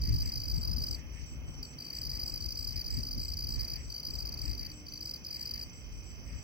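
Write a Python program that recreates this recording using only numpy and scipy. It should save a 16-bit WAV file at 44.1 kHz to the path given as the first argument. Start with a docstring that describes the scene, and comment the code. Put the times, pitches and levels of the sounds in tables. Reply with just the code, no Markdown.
"""A lawn at night. A near cricket scrapes its wings in stuttering bouts, each stroke a falling whistle
near 4.8 kHz. Two small crickets chirp higher up, another trills far to the left, insect choruses and
tree crickets drone, and a distant katydid rasps in pairs. Light gusts buffet the two microphone ports
unevenly, and dry grass ticks over a faint far rumble and a road hum that comes and goes."""
import sys
import numpy as np
from scipy import signal
from scipy.fft import rfft, irfft, next_fast_len
from scipy.io import wavfile
from scipy.ndimage import map_coordinates

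SR = 44100
rng = np.random.default_rng(int(sys.argv[2]) if len(sys.argv) > 2 else 0)


def to_wav(s):
    """Save 16-bit WAV."""
    ch = np.atleast_2d(s).T  # columns
    pcm = np.round(np.clip(ch, -1, 1) * 32767)  # PCM
    wavfile.write(sys.argv[1], SR, pcm.astype(np.int16))


N = 283563
TIME = np.arange(N) / SR


def amp(db):
    """Decibels to gain."""
    return 10 ** (np.asarray(db) / 20)


def unit(x):
    """Scale to rms 1."""
    return x / np.sqrt(np.mean(x ** 2) + 1e-20)


def along(points, hz):
    """Read (frequency, value) points on a log frequency axis."""
    freqs, values = np.transpose(points)
    return np.interp(np.log(hz + 1), np.log(freqs + 1), values)


def fader(points):
    """Ride a level through (time, level) points, one value a sample."""
    return np.interp(TIME, *np.transpose(points))


def wobble(rate):
    """A smooth random curve, rate knots a second."""
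    knots = rng.standard_normal(int(N * rate / SR) + 4)
    fine = np.arange(0, len(knots) - 1, .125)
    return np.interp(TIME * rate, fine, map_coordinates(knots, [fine]))


def swells(times, levels_db, width_s):
    """Bell-shaped envelopes at the given times."""
    envelope = np.zeros(N)
    for s, db in zip(times, levels_db):
        i = np.arange(max(int((s - 5 * width_s) * SR), 0), min(int((s + 5 * width_s) * SR), N))
        envelope[i] += amp(db) * np.exp(-.5 * ((i / SR - s) / width_s) ** 2)
    return envelope


def filtered(x, response):
    """Pass x through a complex frequency response."""
    size = next_fast_len(N + 4096, real=True)
    return irfft(rfft(x, size) * response(np.fft.rfftfreq(size, 1 / SR)), size)[..., :N]


def noise(spectrum):
    """Two unrelated noises of rms 1, rolling off steeply past the spectrum's ends."""
    low_hz, high_hz = spectrum[0][0], spectrum[-1][0]
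    skirts = lambda hz: 1 / (1 + (low_hz / (hz + 1)) ** 8) / (1 + (hz / high_hz) ** 16)
    return unit(filtered(rng.standard_normal((2, N)), lambda hz: amp(along(spectrum, hz)) * skirts(hz)))


def pan(balance_db):
    """Left and right gains; positive leans left."""
    return amp(np.array([[.5], [-.5]]) * balance_db)


def delay(hz, lag_samples):
    """Left and right responses for a sound that reaches the left port later."""
    turn = np.exp(-1j * np.pi * hz / SR * lag_samples)
    return np.array([turn, turn.conj()])


def arrive(x, lag_samples):
    """A sound from one side reaches the far port later (positive: left is later)."""
    return filtered(x, lambda hz: delay(hz, lag_samples))


def from_left(pair, direct):
    """Far sound: a direct share that reaches the left port first, the rest diffuse."""
    left, right = arrive(pair[0], lag_samples=-21)
    return np.array([left, direct * right + np.sqrt(1 - direct ** 2) * pair[1]])


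def scatter(x, t60, wet_db):
    """Add the diffuse answer of grass and bushes, different at each port."""
    t = np.arange(SR // 3) / SR
    tail = rng.standard_normal((2, len(t))) * amp(-60 * t / t60)
    echo = signal.fftconvolve(x, tail, axes=1)[:, :N]
    return x + amp(wet_db) * unit(echo) * np.sqrt(np.mean(x ** 2))


def strokes(rows, fall, edge):
    """Envelope and phase of wing strokes: the wing slows as it closes, so the pitch falls."""
    # rows: (middle [s], length [s], pitch [Hz], level [dB])
    rows = rows[np.argsort(rows[:, 0])]
    borders = (rows[1:, 0] + rows[:-1, 0]) / 2
    middle, length, hz, db = rows[np.searchsorted(borders, TIME)].T
    travel = np.clip(2 * (TIME - middle) / length, -1, 1)
    envelope = amp(db) * np.abs(np.cos(np.pi / 2 * travel)) ** edge
    pitch = hz * (1 - fall * (travel + .3 * travel ** 2))
    return envelope, 2 * np.pi * np.cumsum(pitch) / SR


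# colour of the far rumble and of a far insect's sizzle: (frequency [Hz], density [dB])
RUMBLE_EQ = [(25, -48), (55, -1), (90, -8), (150, -7.5), (215, -11.5), (265, -11), (300, -15.5), (350, -18),
             (550, -21.5), (800, -26), (1200, -26), (1700, -31.5), (2700, -34), (3600, -62), (9000, -48)]
SIZZLE_EQ = [(3000, -22), (9000, -7.5), (13000, -2), (14500, 5), (15500, 16)]
# how alike the rumble is at the two ports: (frequency [Hz], correlation [-1 to 1])
RUMBLE_LIKENESS = [(40, 0.82), (150, 1), (300, 0.86), (600, 0.52), (1200, -0.14), (2500, -0.45)]
# the rumble's slow ebb: (time [s], level [dB])
RUMBLE_FADER = [(0, -50.5), (1.4, -51.5), (4.2, -52), (6.43, -53.5)]


def night_bed():
    """A far rumble, centred in the bass, and a far insect's faint, very high sizzle to the left."""
    def mid_side(hz):
        angle = np.arccos(along(RUMBLE_LIKENESS, hz)) / 2
        return np.array([np.cos(angle), np.sin(angle)])
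    mid, side = filtered(noise(RUMBLE_EQ), mid_side)
    rumble = amp(fader(RUMBLE_FADER) + 1.33 * wobble(4.84)) * unit(np.array([mid + side, mid - side]))
    return rumble + amp(-70.5) * noise(SIZZLE_EQ) * pan(7.6)


# the road hum comes and goes: (time [s], level [dB])
HUM_FADER = [(0, -67.5), (3.9, -74.5), (4.4, -64), (5.0, -60.5), (5.3, -75), (6.43, -74)]


def road_hum(hum_hz=301):
    """A wavering low note from distant traffic, alike at both ports."""
    phase = 2 * np.pi * hum_hz * TIME + 1.65 * wobble(18)
    return amp(fader(HUM_FADER)) * unit(amp(2.1 * wobble(16)) * np.sin(phase))


def far_trill(pitch_hz, period_s, fall, wet_db):
    """An unbroken run of wing strokes at rms 1, blurred by distance."""
    beats = np.arange(0, N / SR + period_s, period_s)
    late, sharp, loud = rng.standard_normal((len(beats), 3)).T
    lengths = np.full(len(beats), .68 * period_s)
    rows = np.c_[beats + .0015 * late, lengths, pitch_hz * (1 + .01 * sharp), 1.5 * loud]
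    envelope, phase = strokes(rows, fall, edge=0.28)
    return unit(scatter(pan(0) * envelope * np.sin(phase), t60=0.15, wet_db=wet_db))


# colour of the two far choruses: (frequency [Hz], density [dB])
HIGH_CHORUS_EQ = [(3500, -22.5), (4200, -18), (4800, -8.5), (5250, -13), (5550, -8.5), (5900, -1),
                  (6080, -1.5), (6350, -26), (6700, -25.5), (7400, -15), (8600, -37)]
LOW_CHORUS_EQ = [(1600, -4), (1950, -8.5), (2140, 3.5), (2290, -6), (2460, 3.5), (2650, -0.5),
                 (2850, -11.5), (3150, -3), (3450, -12)]
# trills within the high chorus: (pitch [Hz], stroke period [s], level against the chorus [dB])
CHORUS_TRILLS = [(5940, 0.017, -2), (5600, 0.023, -2.5)]
# the high chorus sinks where its singers pause: (time [s], relative level [dB])
HIGH_CHORUS_FADER = [(0, -60), (0.55, -58), (0.75, -63.5), (0.9, -57), (1.05, -64.5), (1.27, -58),
                     (1.43, -67.5), (1.6, -57), (1.78, -63), (1.95, -58.5), (3.7, -60), (4.7, -61),
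                     (5.75, -62), (6.43, -62)]


def choruses():
    """Many far insects merge into two shimmering bands; two trills stand a little out of the high one."""
    shimmer = amp(0.5 + 0.86 * wobble(16) + 3.3 * wobble(100))
    high = shimmer * from_left(noise(HIGH_CHORUS_EQ), direct=0.6)
    for hz, period_s, db in CHORUS_TRILLS:
        high += amp(db + 0.7 * wobble(13)) * far_trill(hz, period_s, fall=.025, wet_db=12)
    low_gain = amp(-66 + 0.91 * wobble(4.86) + 0.88 * wobble(60))
    low = low_gain * from_left(noise(LOW_CHORUS_EQ), direct=0.39)
    return amp(fader(HIGH_CHORUS_FADER)) * high * pan(-1.8) + low * pan(-9)


# one held note for each tree cricket: (pitch [Hz], relative level [dB])
TREE_NOTES = [(2983, -69.5), (3074, -65), (3170, -70.5)]


def tree_crickets():
    """Thin, slightly unsteady notes from far to the left."""
    notes = np.zeros(N)
    for hz, db in TREE_NOTES:
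        flutter = amp(2.5 * wobble(15) + 3 * wobble(70))
        notes += amp(db - 3.5) * unit(flutter * np.sin(2 * np.pi * hz * TIME + 1.2 * wobble(30)))
    return arrive(notes, lag_samples=-20.5)


# the far cricket fades away and comes back: (time [s], relative level [dB])
FAR_CRICKET_FADER = [(0, -60), (1.6, -78), (3.8, -61.5), (4.8, -65), (5.7, -66), (6.43, -63)]


def far_cricket():
    """A cricket of the near one's kind trills farther off to the left."""
    trill = far_trill(pitch_hz=4970, period_s=.0213, fall=.05, wet_db=-6)
    return amp(fader(FAR_CRICKET_FADER) - 1.5) * pan(9) * trill


# gusts on the ports: (start [s], end [s], left level [dB], right level [dB])
GUST_CUES = [(0, .29, -32, -30.5), (.085, .17, -20, -26), (0.306, .62, -41, -35), (0.496, 0.833, -32, -41),
             (0.818, 1.25, -38.5, -46), (1.277, 1.63, -41.5, -42.5), (1.998, 2.82, -40, -58),
             (2.853, 3.401, -39, -39), (3.424, 3.657, -39.5, -31.5), (3.675, 3.919, -41.5, -45.5),
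             (4.081, 4.745, -41.5, -45.5), (4.391, 4.523, -30.5, -50), (5.5, 6.305, -52, -46.5),
             (5.904, 6.0, -40, -56), (6.308, 6.409, -39.5, -41)]
# sharp eddies that thud on a port: (time [s], level [dB], left minus right [dB])
THUD_CUES = [(.085, -39, 11), (0.583, -38.5, 15), (0.712, -36.5, 9.5), (0.778, -41, 15.5), (0.908, -38, 8),
             (2.987, -35, 15.5), (3.179, -38, 16), (3.501, -42, -4)]
# colour of the buffeting and of the thuds: (frequency [Hz], density [dB])
BUFFET_EQ = [(20, -27), (32, -10), (48, 2.5), (66, 3.5), (95, -5.5), (145, -11), (190, -23.5), (280, -21.5),
             (360, -33), (600, -50)]
THUD_EQ = [(70, 12), (130, 6.5), (240, 1), (330, -19), (600, -41)]


def breeze(ramp_s=0.051, calm_db=-52.5, lump_db=2.3, thud_width_s=0.0095):
    """Gusts rise, hold and fall; their eddies strike each port on its own, and the sharpest thud."""
    power = amp(calm_db) ** 2  # the air still stirs between gusts
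    for start, end, left_db, right_db in GUST_CUES:
        hold = np.clip(np.minimum(TIME - start, end - TIME) / ramp_s + .5, 0, 1)
        power = power + (amp([[left_db], [right_db]]) * hold) ** 2
    lumps = amp(lump_db * np.array([wobble(16), wobble(16)]))
    buffet = np.sqrt(power) * unit(lumps * noise(BUFFET_EQ))
    times, db, balance_db = np.transpose(THUD_CUES)
    thuds = np.array([swells(times, db + side * balance_db, thud_width_s) for side in (.5, -.5)])
    return buffet + thuds * noise(THUD_EQ)


# the near cricket's run lengths, each entry equally likely: (length [strokes])
STROKES_PER_RUN = [2, 2, 3, 3, 3, 3, 3, 4, 4, 4, 5, 6]
STROKE_GAP_S, HITCH_S = 0.018, 0.011  # nominal spacing within a run; extra pause between runs


def stroke_times(first, last):
    """A bout is a chain of short runs of evenly spaced strokes, with an uneven hitch after each run."""
    runs = rng.choice(STROKES_PER_RUN, size=60)
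    hitches = np.cumsum(HITCH_S * rng.uniform(.5, 1.5, size=60))
    offsets = np.arange(runs.sum()) * STROKE_GAP_S + np.repeat(hitches - hitches[0], runs)
    final = max(np.argmin(np.abs(offsets - (last - first))), 1)
    return first + offsets[:final + 1] * (last - first) / offsets[final]  # stretched to fill the bout


# bouts of the near cricket's trill: (first stroke [s], last stroke [s])
TRILL_BOUTS = [(0.02, 0.949), (1.633, 1.653), (1.788, 3.762), (3.905, 4.718), (4.869, 5.161),
               (5.251, 5.632)]
# how hard it sings: (time [s], relative stroke level [dB])
TRILL_EFFORT = [(0, -34.5), (0.95, -34), (1.63, -37.5), (1.8, -39), (2.05, -34.5), (3.3, -34.3),
                (3.76, -34), (3.9, -38), (4.05, -34.5), (4.45, -36), (4.68, -38.5), (4.9, -39.5),
                (5.05, -35.5), (5.63, -35)]
# harmonics of its wing: (multiple [x pitch], relative level [dB], left minus right [dB])
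WING_HARMONICS = [(1, 0.5, 1.7), (2, -23.5, 2), (3, -18, 12.5)]
# colour of file on scraper: (frequency [Hz], density [dB])
SCRAPE_EQ = [(3400, -24.5), (4100, -14.5), (4700, 0), (5900, 5.5), (6700, -9), (7500, -9.5), (8800, -17),
             (10600, -15.5), (11900, -10.5), (13200, -17), (14600, -8), (15800, -9)]
# the scrape's treble favours the left port: (frequency [Hz], left minus right [dB])
SCRAPE_PAN = [(9800, 3), (12000, 1.5), (14500, 14)]
# the song bends round the microphone's housing: (frequency [Hz], lag of the left port [samples])
HOUSING_LAG = [(4800, 10.1), (5200, 11.35), (9600, 11.45), (14500, 11.3)]


def near_cricket(stroke_hz=4820, length_s=0.0114, sag_per_db=0.004, slip_db=2.4):
    """Wing strokes whistle, and a few slip; uneven file teeth roughen the tone and add a scrape."""
    beats = np.concatenate([stroke_times(first, last) for first, last in TRILL_BOUTS])
    late, stretch, sharp, slip = rng.standard_normal((500, 4))[:len(beats)].T
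    db = np.interp(beats, *np.transpose(TRILL_EFFORT)) - slip_db * (np.abs(slip) - 1)
    # weak strokes are also shorter and lower
    effort_db = db - np.median(db)
    lengths = np.minimum(length_s * amp(0.344 * effort_db + 1.1 * stretch), STROKE_GAP_S)
    pitches = stroke_hz * (1 + sag_per_db * np.minimum(effort_db, 0) + 0.005 * sharp)
    envelope, phase = strokes(np.c_[beats + .0007 * late, lengths, pitches, db], fall=.046, edge=0.66)
    # grit from the uneven teeth
    phase += .14 * wobble(1100)
    envelope *= amp(1.65 * wobble(450))
    whistle = sum(amp(level - 0.4) * pan(side) * np.sin(k * phase) for k, level, side in WING_HARMONICS)
    scrape = amp(-18) * filtered(noise(SCRAPE_EQ)[0], lambda hz: pan(along(SCRAPE_PAN, hz)))
    song = filtered(envelope * (whistle + scrape), lambda hz: delay(hz, along(HOUSING_LAG, hz)))
    # the ground's answer is short, the bushes' lingers
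    grounded = scatter(song, t60=0.017, wet_db=-13)
    return scatter(grounded, t60=0.18, wet_db=-11.5)


# katydid calls: (middle of the first rasp [s], relative level [dB])
KATYDID_CUES = [(.095, -54.5), (1.0, -55.5), (1.975, -56.5), (2.78, -56), (3.605, -55.5), (4.474, -56),
                (5.395, -55.5), (6.321, -56.5)]
# colour of a rasp: (frequency [Hz], density [dB])
RASP_EQ = [(1400, -25), (1780, -3.5), (2150, -3.5), (2500, -6), (2900, -10.5), (3300, -14)]


def katydid(width_s=0.047, gap_s=0.18):
    """Paired rasps from far off, their edges softened by the trees."""
    times, db = np.transpose(KATYDID_CUES)
    pairs = swells(times, db, width_s) + swells(times + gap_s, db, width_s)
    envelope = pairs * amp(-5 + 0.37 * wobble(130))
    return envelope * from_left(noise(RASP_EQ), direct=0.32) * pan(-4.5)


def chirper(starts, pitch_hz, period_s, fall, balance_db, wet_db, count=7):
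    """A small cricket: every chirp is a swelling burst of quick strokes."""
    k = np.arange(count)
    swell_db = 5 * (np.sin(np.pi * (k + 1) / (count + 1)) - 1)
    chirps = []
    for start in starts:
        pitches = pitch_hz * (1 + .005 * rng.standard_normal(count))
        db = swell_db + .8 * rng.standard_normal()
        chirps.append(np.c_[start + k * period_s + .004, np.full(count, period_s), pitches, db])
    envelope, phase = strokes(np.vstack(chirps), fall, edge=0.85)
    song = arrive(envelope * np.sin(phase + .4 * wobble(1300)), lag_samples=-6)
    return scatter(pan(balance_db) * song, t60=0.2, wet_db=wet_db)


# chirps of the higher and the lower small cricket: (start [s])
HIGH_CHIRP_CUES = [.11, .46, .8, 1.13, 1.46, 1.8, 2.1, 2.38, 2.68, 2.98, 3.26, 3.58, 3.85, 4.14, 4.43,
                   4.729, 5.02, 5.31, 5.59, 5.92, 6.25]
LOW_CHIRP_CUES = [.22, .55, .89, 1.26, 1.64, 1.941, 2.25, 2.57, 2.9, 3.21, 3.49, 3.78, 4.09, 4.42, 4.72,
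                  5.031, 5.37, 5.731, 6.04, 6.35]
# how loudly the lower one sings: (time [s], relative level [dB])
LOW_CHIRP_FADER = [(0.2, -55.5), (1.6, -58.5), (2.0, -56), (2.9, -53.5), (3.8, -59), (4.45, -55.5),
                   (5.1, -60.5), (6.43, -56.5)]


def small_crickets():
    """Two small crickets left of centre, each chirping about three times a second at its own pace."""
    low = chirper(LOW_CHIRP_CUES, pitch_hz=7813, period_s=.0122, fall=0.033, balance_db=3.5, wet_db=-2)
    high = chirper(HIGH_CHIRP_CUES, pitch_hz=8010, period_s=.0125, fall=0.016, balance_db=7, wet_db=-3)
    return amp(fader(LOW_CHIRP_FADER)) * low + amp(-64.3) * high


# dry ticks in the grass: (time [s], level [dB])
TICK_CUES = [(.987, -61), (1.125, -68), (4.692, -63)]
# colour of a tick: (frequency [Hz], density [dB])
TICK_EQ = [(3000, 1), (6000, -10), (12000, 7), (15800, -5)]


def grass_ticks(width_s=0.0017):
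    """Dry blades snap faintly."""
    return swells(*np.transpose(TICK_CUES), width_s) * noise(TICK_EQ)


def scene():
    """The mix: insects near and far, breeze and grass, over the road hum and the night bed."""
    chirps = small_crickets()
    far_insects = far_cricket() + choruses() + tree_crickets() + katydid()
    return near_cricket() + chirps + far_insects + breeze() + grass_ticks() + road_hum() + night_bed()


def record(dry, top_hz=15870):
    """A brick-wall low-pass takes off the very top."""
    return filtered(dry, lambda hz: hz < top_hz)


dry = scene()
out = record(dry)
to_wav(out)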